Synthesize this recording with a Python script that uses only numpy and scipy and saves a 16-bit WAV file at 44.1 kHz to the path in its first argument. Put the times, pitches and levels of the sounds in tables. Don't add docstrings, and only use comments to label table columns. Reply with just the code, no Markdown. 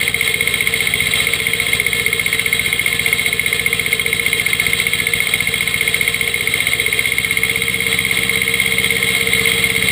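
import sys
import numpy as np
from scipy import signal
from scipy.fft import rfft, irfft
from scipy.io import wavfile
from scipy.ndimage import uniform_filter1d

SR = 44100
rng = np.random.default_rng(int(sys.argv[2]) if len(sys.argv) > 2 else 0)


def master(y):
    cut = np.clip(np.atleast_2d(y).T, -1, 1)
    pcm = np.round(cut * 32767)
    wavfile.write(sys.argv[1], SR, pcm.astype(np.int16))


N = 437031
TIME = np.arange(N) / SR


def undb(db):
    return 10 ** (np.asarray(db) / 20)


def unit(x):
    return x / np.sqrt(np.mean(x ** 2))


def steady(x, seconds):
    return x / np.sqrt(uniform_filter1d(x ** 2, int(seconds * SR)))


def curve(rows):
    return np.interp(TIME, *np.transpose(rows))


def walk(rate):
    levels = rng.standard_normal(N // 100)
    return np.interp(TIME * rate, np.arange(N // 100), levels) * np.sqrt(3 / 2)


def between(working, opened, throttle):
    return working + (opened - working) * throttle


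def causal(gain):
    cepstrum = irfft(np.log(gain + 1e-9))
    half = len(cepstrum) // 2
    cepstrum[1:half] *= 2
    cepstrum[half + 1:] = 0
    return np.exp(rfft(cepstrum))


def ring(x, modes, size=4096):
    f = np.maximum(np.arange(size + 1) * SR / (2 * size), 1)
    power = 0
    for hz, width, db in modes:
        detuning = (f / hz - hz / f) * hz / width
        power = power + (undb(db) / (1 + detuning ** 2)) ** 2
    response = irfft(causal(np.sqrt(power)))
    return unit(signal.fftconvolve(x, response)[:N])


# (time [s], rate [Hz])
CYCLE_RATE = [(0.0, 15.193), (0.85, 15.075), (1.9, 15.134), (2.65, 15.001), (4.1, 14.969), (4.4, 14.909),
              (5.7, 14.825), (6.1, 15.009), (6.65, 15.422), (6.95, 15.506), (7.3, 15.975), (7.7, 16.257),
              (8.6, 16.404), (9.91, 16.253)]
START_TURN = -.2163
WORKING_HZ, OPENED_HZ = 15, 16.3


def engine_speed():
    rate = curve(CYCLE_RATE)
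    turn = START_TURN + np.cumsum(rate) / SR
    throttle = np.clip((rate - WORKING_HZ) / (OPENED_HZ - WORKING_HZ), 0, 1)
    return rate, turn, throttle


# (multiple of the cycle rate, level at working speed [dB], level with the throttle opened [dB])
EXHAUST_LINES = [(3, -61.7, -62.2), (4, -41.4, -40.0), (5, -47.4, -46.0), (6, -51.2, -46.7),
                 (7, -39.8, -37.1), (8, -39.0, -37.9), (9, -47.5, -46.7), (10, -51.9, -51.1),
                 (11, -38.3, -35.9), (12, -44.5, -38.3), (13, -42.5, -46.4), (14, -52.6, -53.8),
                 (15, -50.1, -52.5), (16, -46.3, -44.5), (17, -46.8, -52.3), (18, -55.9, -51.9),
                 (19, -55.3, -55.9), (20, -60.7, -55.0)]
# (place [turns], level [dB])
PUFFS = [(.258, 0), (.513, -4.4), (.779, -5.7), (.876, -9.3)]
PIPE_ECHO, PIPE_TURN = .85, .073
LUG_HZ, LUG_WIDTH_HZ, LUG_LOPE_DB, LUG_BARK_DB = 15.6, 0.47, 2.5, -5.5


def exhaust(turn, rate, throttle, load_db, rough_db=1.4, throb_db=2.9, bark_db=3.5):
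    lugging = np.exp(-((rate - LUG_HZ) / LUG_WIDTH_HZ) ** 2)
    total = 0
    for order, working, opened in EXHAUST_LINES:
        puffs = sum(undb(db) * np.exp(-2j * np.pi * order * place) for place, db in PUFFS)
        pipe = 1 - PIPE_ECHO * np.exp(-2j * np.pi * order * PIPE_TURN)
        lag = np.angle(puffs * pipe)
        lope, bark = order in (3, 5), 10 <= order <= 13
        db = between(working, opened, throttle) + lugging * (lope * LUG_LOPE_DB + bark * LUG_BARK_DB)
        trim_db = throb_db if order < 10 else bark_db
        total = total + undb(db + trim_db) * np.cos(2 * np.pi * order * turn + lag)
    return total * undb(load_db + rough_db * walk(45))


# (place [turns], level at working speed [dB], level with the throttle opened [dB])
CHIRP_PLACES = [(-.018, 0.5, -0.2), (0.236, -10.5, -6.5), (.49, -18, -16.5), (.78, -18.5, -12.5)]
# (time [s], level above the usual [dB])
STRONG_CHIRPS = [(0.67, 2.1), (3.13, 3.0), (5.34, 3.2), (6.08, 2.3), (6.54, 2.2), (8.6, 2)]
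# (frequency [Hz], width [Hz], relative level [dB])
CHIRP_RESONANCES = [(2158, 130, -7.5), (2150, 650, -19.5), (1250, 320, -21.5), (3290, 850, -11)]
CHIRP_REBOUND = 0.26


def chirps(turn, throttle, rub_hz=2205, rub_s=0.0011, grit=0.51, scatter_db=0.67,
           echo_s=0.00344, echo=0.059, gain_db=-18.5):
    cycles = np.arange(int(turn[-1]) + 1)
    t = np.arange(-256, 256) / SR
    rubs = np.zeros(N + len(t))
    for place, working, opened in CHIRP_PLACES:
        sizes, slips, pitches = rng.standard_normal((len(cycles), 3)).T
        sizes = signal.lfilter([1], [1, CHIRP_REBOUND], sizes)
        looseness = 1 - working / 16
        times = np.interp(cycles + place, turn, TIME)
        for when, size, slip, pitch in zip(times, sizes, slips, pitches):
            i = min(int(when * SR), N - 1)
            local = t - 4e-5 * looseness * slip
            squeak = np.sin(2 * np.pi * rub_hz * (1 + .008 * pitch) * local)
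            strong = [db for s, db in STRONG_CHIRPS if abs(s - when) < .01]
            extra_db = strong[0] if strong else scatter_db * looseness * size
            db = between(working, opened, throttle[i]) + extra_db
            envelope = undb(db) * np.exp(-(local / rub_s) ** 2)
            rubs[i:i + len(t)] += envelope * (squeak + grit * rng.standard_normal(len(t)))
    rubs = rubs[len(t) // 2:][:N]
    rubs = rubs + echo * np.roll(rubs, int(echo_s * SR))
    return undb(gain_db) * ring(rubs, CHIRP_RESONANCES)


# (multiple of the cycle rate, level at working speed [dB], level with the throttle opened [dB])
GEAR_LINES = [(46.5, -53, -54), (66, -64, -49), (71, -50, -51), (76, -64, -51), (100, -62, -48),
              (102, -52, -54), (116, -42, -43), (171.5, -47, -56)]


def gears(turn, throttle, flutter_db=3.0, backlash=0.21):
    whine = 0
    for multiple, working, opened in GEAR_LINES:
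        db = between(working, opened, throttle) + flutter_db * walk(11)
        whine = whine + undb(db) * np.sin(2 * np.pi * multiple * turn + backlash * walk(40))
    return np.sqrt(2) * whine


# (time [s], level [dB])
DRUM_LEVEL = [(0.0, -33.0), (1.8, -34), (2.1, -32.5), (2.7, -36.5), (3.9, -30.5), (4.5, -36.5),
              (5.1, -33.5), (5.4, -36.5), (6.0, -33), (6.6, -37), (6.9, -34), (7.2, -37), (7.5, -32.5),
              (8.4, -33), (9.9, -29.0)]
# (frequency [Hz], width [Hz], relative level [dB])
COVER_MODES = [(454.1, 52, 0), (462.4, 18, 3), (420, 43, -7.5)]
DRUM_THROB_DB, DRUM_THROBS_PER_S = 2, 11


def drums(turn, rate, driven=0.86, peak_turn=.33, gain_db=0.3):
    hum_hz = COVER_MODES[0][0]
    shaft = 0
    for order, size in [(28, 1.8), (30, .5), (31, 1.2)]:
        closeness = 1 / (1 + ((order * rate - hum_hz) / 14) ** 2)
        shaft = shaft + size * closeness * np.sin(2 * np.pi * order * (turn - peak_turn))
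    boom = ring(rng.standard_normal(N), COVER_MODES) + driven * shaft
    level_db = curve(DRUM_LEVEL) + gain_db + DRUM_THROB_DB * walk(DRUM_THROBS_PER_S)
    return undb(level_db) * steady(boom, 0.17)


# (time [s], level [dB])
STAND_LEVEL = [(0.0, -25.0), (0.9, -24.0), (1.2, -21.5), (1.5, -26.0), (1.8, -23.5), (2.1, -25.5),
               (3.0, -24.5), (3.3, -25.5), (3.6, -24.0), (3.9, -25.5), (4.5, -24.0), (6.3, -24.5),
               (7.2, -26.0), (9.9, -21.5)]
LOAD_SHARE = .35


def stand():
    stand_db = curve(STAND_LEVEL)
    return stand_db, LOAD_SHARE * (stand_db - stand_db.mean())


# (time [s], level above the stand [dB])
THICK_TUFTS = [(0.26, 3), (1.35, 3), (2.34, 3), (3.75, 2), (3.92, 3), (4.39, 2.5), (4.8, 5), (7.92, 4.5),
               (9.49, 2.5)]
TUFT_S = 0.027
PATCHY_DB, PATCHES_PER_S = 0.84, 14


def grass(stand_db):
    tufts = sum(db * np.exp(-((TIME - s) / TUFT_S) ** 2) for s, db in THICK_TUFTS)
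    return stand_db + PATCHY_DB * walk(PATCHES_PER_S) + tufts


# (frequency [Hz], width [Hz], relative level [dB])
BODY_MODES = [(352, 285, -20), (555, 114, -19), (699, 48, -17), (792, 100, -22), (1052, 110, -19.5),
              (1265, 377, -20.5), (1319.5, 46, -16), (1583, 82, -20.5), (1746, 66, -12), (1887, 154, -10.5),
              (2069, 70, -3), (2152, 68, 0.5), (2420, 153, -9), (2745, 204, -10.5), (3040, 81, -10.5),
              (3260, 223, -4), (3520, 80, -7), (3833, 327, -8), (3865, 39, -3), (4080, 350, -20),
              (4414, 142, -14), (4806, 135, -21.5), (5300, 184, -24), (5680, 610, -35.5)]


def clatter(turn, cutting_db, grain_db=2.5, clump_db=1.67, firing_depth=0.095, firing_turn=0.28,
            lead_depth=0.31, lead_turns=0.032, gain_db=3.5):
    knock = 1 + firing_depth * np.cos(8 * np.pi * (turn - firing_turn))
    knock = knock + lead_depth * np.exp(-((turn % 1 - firing_turn) / lead_turns) ** 2)
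    total = 0
    for part in range(3):
        modes = BODY_MODES[part::3]
        noise = rng.standard_normal(N)
        grain = np.repeat(rng.standard_normal(N // 32 + 1), 32)[:N]
        ticks = noise * undb(grain_db * grain)
        share = np.sqrt(sum(width * undb(db) ** 2 for hz, width, db in modes))
        total = total + share * ring(ticks * undb(clump_db * walk(130)) * knock, modes)
    return undb(cutting_db + gain_db) * unit(total)


def rumble(throttle, frame_db=-46, wind_db=-60):
    frame = ring(rng.standard_normal(N), [(70, 41, -3.0), (178, 190, -7)])
    wind = ring(rng.standard_normal(N), [(30, 33, 0)])
    return undb(frame_db + 2 * throttle) * frame + undb(wind_db) * wind


def scene():
    rate, turn, throttle = engine_speed()
    stand_db, load_db = stand()
    engine = exhaust(turn, rate, throttle, load_db) + rumble(throttle)
    tractor = engine + chirps(turn, throttle) + gears(turn, throttle)
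    mower = clatter(turn, grass(stand_db)) + drums(turn, rate)
    return (tractor + mower)[None]


TOP_HZ = 15350


def record(dry):
    rounded = dry / (1 + (dry / .9) ** 8) ** (1 / 8)
    coarse = signal.resample_poly(rounded, 40, 147, axis=1, window=("kaiser", 4))
    stepped = np.repeat(coarse, 4, axis=1)
    held = signal.resample_poly(stepped, 147, 160, axis=1)[:, :N]
    return signal.sosfiltfilt(signal.ellip(8, .1, 50, TOP_HZ, fs=SR, output="sos"), held)


dry = scene()
out = record(dry)
master(out)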